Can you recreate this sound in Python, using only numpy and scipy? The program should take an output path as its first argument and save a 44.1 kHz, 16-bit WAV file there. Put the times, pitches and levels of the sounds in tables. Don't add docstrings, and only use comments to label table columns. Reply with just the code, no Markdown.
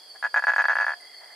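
import sys
import numpy as np
from scipy import signal
from scipy.fft import rfft, irfft
from scipy.io import wavfile

SR = 44100
rng = np.random.default_rng(int(sys.argv[2]) if len(sys.argv) > 2 else 0)


def wav_record(signal):
    frames = np.transpose(np.atleast_2d(signal))
    bounded = np.clip(frames, -1, 1)
    quanta = np.round(bounded * 32767).astype(np.int16)
    wavfile.write(sys.argv[1], SR, quanta)


N = 59535

# start_s, strength_db
PULSES = [(0.1497, -45.0), (0.15984, -42.3), (0.22657, -17.5), (0.23983, -14.1), (0.24765, -13.9),
          (0.25466, -15.7), (0.26511, -17.0), (0.34279, -9.3), (0.36068, -9.7), (0.36765, -11.0),
          (0.37354, -10.4), (0.38024, -10.9), (0.39251, -13.6), (0.42336, -18.4), (0.43924, -10.8),
          (0.46932, -8.2), (0.48118, -8.6), (0.48812, -10.4), (0.49416, -9.5), (0.50195, -11.4),
          (0.51816, -14.2), (0.53586, -11.7), (0.56189, -9.2), (0.58178, -8.2), (0.59141, -8.9),
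          (0.59954, -9.2), (0.6072, -9.7), (0.61873, -12.7), (0.64103, -11.8), (0.65401, -8.8),
          (0.68404, -8.8), (0.69574, -8.7), (0.70352, -10.7), (0.71098, -10.6), (0.71888, -12.6),
          (0.73154, -13.2), (0.7543, -11.7), (0.76709, -10.4), (0.78619, -10.7), (0.8004, -11.6),
          (0.80977, -11.2), (0.81863, -12.3), (0.82863, -13.1), (0.84344, -14.0), (0.86623, -12.0),
          (0.88097, -12.6), (0.89264, -13.6), (0.9049, -15.7), (0.91843, -17.7), (0.93493, -21.2)]
# pitch_hz, width_hz, gain_db
SAC_MODES = [(1736, 127, 32.7), (2000, 487, 20.8)]
# frequency_hz, gain_db
RASP_SPECTRUM = [(60, -37), (250, -29.5), (1000, -12.5), (2600, 3), (3800, -11), (5500, -15.5), (6800, -13),
                 (7600, -33.5), (14000, -26)]
# time_s, gain_db
TREBLE_CONTOUR = [(.23, 0), (.35, 1), (.65, 1), (.93, 0.5)]
# delay_ms, gain_ratio
NEARBY_REFLECTIONS = [(1.21, .71), (1.54, .3), (3.8, -.12), (7.18, .32), (8.35, .17)]
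# start_s, level_db
LEAF_TICKS = [(.567, -51), (0.62, -51)]
# centre_s, pitch_hz, level_db
CHIRPS = [(.018, 3340, -58), (.064, 3290, -59), (.115, 4490, -43.5), (.18, 4570, -50), (0.336, 4740, -45),
          (.47, 4520, -47), (0.659, 4640, -47.5), (0.822, 4620, -48), (1.03, 4680, -49.5),
          (1.09, 3343, -54), (1.18, 4460, -45.5)]
# pitch_hz, width_hz, level_db, throb_hz, depth_db, pan_db, coherence_ratio
INSECT_BANDS = [(4469, 170, -54.5, 4.7, 0.5, 1.5, 0.61), (4772, 310, -53, 100, 1.5, -3, 0.29),
                (4750, 1000, -60, 20, 3, -5, .4), (3274, 220, -60.5, 13, 2.5, 2, 0.2),
                (9140, 1300, -63, 17, 3, -0.5, .1)]
# centre_s, length_s, level_db
CROAKS = [(0.157, .018, -51), (1.052, 0.062, -57), (1.15, 0.043, -56.5), (1.24, 0.046, -49.5),
          (1.316, 0.046, -51.5)]
# frequency_hz, relative_db
CROAK_SPECTRUM = [(200, -41), (500, -16.5), (700, 2), (1250, -9), (1550, -8), (1780, 1.5), (2200, -11),
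                  (3000, -42), (6000, -31)]
# frequency_hz, relative_db
AIR_SPECTRUM = [(30, -32.5), (100, -22), (250, -14), (450, -1), (750, 1), (1300, -6.5), (1900, -4),
                (2600, -12.5), (4000, -13), (6500, -11.5), (11000, -12.5), (15000, -19)]
# frequency_hz, coherence_ratio
FOREST_COHERENCE = [(60, 0.18), (150, 0.49), (370, 0.89), (940, 0.11), (2340, 1), (5840, 0.09),
                    (14600, -0.17)]

FOLIAGE_T60_S, FOREST_T60_S = 0.065, 0.5


def near_frog():
    f, direct = np.fft.rfftfreq(N, 1 / SR), np.zeros(N)
    for start_s, strength_db in PULSES:
        add(direct, int(start_s * SR), amp(strength_db) * vocal_pulse(start_s))
    leaf_cutoff_hz, left_lead_s, left_db = 3150, 26e-6, 0.3
    reflections = sum(gain * np.exp(-2j * np.pi * f * ms / 1000) for ms, gain in NEARBY_REFLECTIONS)
    reflections /= 1 + (f / leaf_cutoff_hz) ** 8
    spectrum = rfft(direct) * (1 + reflections)
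    call = irfft(spectrum, N)
    echoes = amp(-15.5) * scatter(call, FOLIAGE_T60_S) + amp(-28) * scatter(call, FOREST_T60_S)
    side = amp(left_db / 2) * np.exp(1j * np.pi * f * left_lead_s)
    return irfft(np.array([spectrum * side, spectrum / side]), N) + echoes


def vocal_pulse(start_s, size=4096):
    f, t = np.fft.rfftfreq(size, 1 / SR), np.arange(size) / SR
    tuned_s, sac_rise_per_s, overtone_fall_hz_per_s = 0.81, 0.025, 940
    tuning = 1 + sac_rise_per_s * (start_s - tuned_s)
    snap = amp(23) * resonance(f, hz=1285, width_hz=829) ** 2
    sac = sum(amp(db) * resonance(f, hz * tuning, width) ** 2 for hz, width, db in SAC_MODES)
    low_hz, low_width_hz, high_hz, high_width_hz = 432, 278, 4860, 5700
    high_pass = (f ** 2 / (low_hz ** 2 - f ** 2 + 1j * f * low_width_hz)) ** 2
    low_pass = high_hz ** 2 / (high_hz ** 2 - f ** 2 + 1j * f * high_width_hz)
    body = (snap - sac) * high_pass * low_pass
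    overtone_hz = 6230 - overtone_fall_hz_per_s * (start_s - tuned_s)
    overtone = amp(-4.5) * resonance(f, overtone_hz, width_hz=310) ** 2
    rasp_decay_s = 0.009
    burst = rng.standard_normal(size) * np.exp(-t / rasp_decay_s) / np.sqrt(rasp_decay_s * SR / 2)
    rasp = amp(curve_at(RASP_SPECTRUM, f)) * rfft(burst)
    treble = amp(np.interp(start_s, *np.transpose(TREBLE_CONTOUR))) * (overtone + rasp)
    subsample_delay = np.exp(-2j * np.pi * f * (start_s * SR % 1) / SR)
    return irfft((body + treble) * subsample_delay)[:size // 2]


def low_ring(start_s=0.92, pitch_hz=710, width_hz=3):
    age_s = np.maximum(np.arange(N) / SR - start_s, 0)
    return amp(-51) * np.exp(-np.pi * width_hz * age_s) * np.sin(2 * np.pi * pitch_hz * age_s)


def leaf_ticks(decay_s=0.0068):
    f, t = np.fft.rfftfreq(N, 1 / SR), np.arange(N) / SR
    envelope = sum(amp(db) * (t >= s) * np.exp(-abs(t - s) / decay_s) for s, db in LEAF_TICKS)
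    return envelope * noise(abs(resonance(f, hz=7000, width_hz=4400)), coherence=0.81)


def cricket_chirps(length_s=0.04, waver_hz=41):
    f, t, out = np.fft.rfftfreq(N, 1 / SR), np.arange(N) / SR, np.zeros((2, N))
    for centre_s, pitch_hz, level_db in CHIRPS:
        hz = pitch_hz + waver_hz * noise(np.exp(-f / 80), coherence=1)[0]
        out += amp(level_db) * gaussian(t, centre_s, length_s) * np.sin(2 * np.pi * np.cumsum(hz) / SR)
    return out


def second_frog(start_s=1.007, rate_hz=43.3, pip_s=0.015, pitch_hz=2040, fall_hz_per_s=11000):
    t, trill = np.arange(-pip_s / 2, pip_s / 2, 1 / SR), np.zeros(N)
    envelope = np.cos(np.pi * t / pip_s)
    for centre_s in np.arange(start_s, N / SR + pip_s, 1 / rate_hz):
        cycles = pitch_hz * t - fall_hz_per_s * t ** 2 / 2 + rng.random()
        add(trill, round((centre_s + t[0]) * SR), envelope * np.sin(2 * np.pi * cycles))
    return amp(-48.5) * (trill + amp(-5) * scatter(trill, FOREST_T60_S))


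def insect_chorus():
    f, out = np.fft.rfftfreq(N, 1 / SR), np.zeros((2, N))
    for pitch_hz, width_hz, level_db, throb_hz, depth_db, pan_db, coherence in INSECT_BANDS:
        throb = noise(np.exp(-(f / throb_hz - 1) ** 2), coherence=1)[0]
        band = noise(gaussian(f, pitch_hz, width_hz), coherence)
        balance = amp([[pan_db / 2], [-pan_db / 2]])
        out += amp(level_db) * unit_rms(band * amp(depth_db * throb)) * balance
    return out


def far_croaks():
    f, t = np.fft.rfftfreq(N, 1 / SR), np.arange(N) / SR
    envelope = sum(amp(db) * gaussian(t, centre_s, length_s) for centre_s, length_s, db in CROAKS)
    return envelope * noise(amp(curve_at(CROAK_SPECTRUM, f)), curve_at(FOREST_COHERENCE, f))


def night_air():
    f = np.fft.rfftfreq(N, 1 / SR)
    return amp(-56.5) * noise(amp(curve_at(AIR_SPECTRUM, f)), curve_at(FOREST_COHERENCE, f))


def scatter(sound, t60_s, delay_s=0.006):
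    t = np.arange(SR // 2) / SR
    onset = np.clip(t / delay_s - 1, 0, 1)
    tail = rng.standard_normal((2, len(t))) * amp(-60 * t / t60_s) * onset
    tail /= np.linalg.norm(tail, axis=1, keepdims=True)
    return signal.fftconvolve(sound[None], tail, axes=1)[:, :N]


def resonance(f, hz, width_hz):
    return 1j * f * width_hz / (hz ** 2 - f ** 2 + 1j * f * width_hz)


def noise(gain, coherence):
    left, independent = rfft(rng.standard_normal((2, N)))
    coherence = np.clip(coherence, -1, 1)
    right = coherence * left + np.sqrt(1 - coherence ** 2) * independent
    return unit_rms(irfft(np.array([left, right]) * gain, N))


def gaussian(x, centre, width):
    return np.exp(-2 * ((x - centre) / width) ** 2)


def curve_at(points, hz):
    f, value = np.transpose(points)
    return np.interp(np.log(hz + 1), np.log(f + 1), value)


def amp(db):
    return 10 ** (np.asarray(db) / 20)


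def unit_rms(x):
    return x / np.sqrt(np.mean(x ** 2) + 1e-20)


def add(mix, start, sound):
    part = mix[max(start, 0):][:len(sound)]
    part += sound[:len(part)]


def scene():
    foreground = near_frog() + low_ring() + leaf_ticks()
    return foreground + insect_chorus() + cricket_chirps() + second_frog() + far_croaks() + night_air()


def record(dry):
    cutoff_hz = 15150
    low_pass = signal.firwin(511, cutoff_hz, window=("kaiser", 9), fs=SR)
    return signal.oaconvolve(dry, low_pass[None], "same")


dry = scene()
out = record(dry)
wav_record(out)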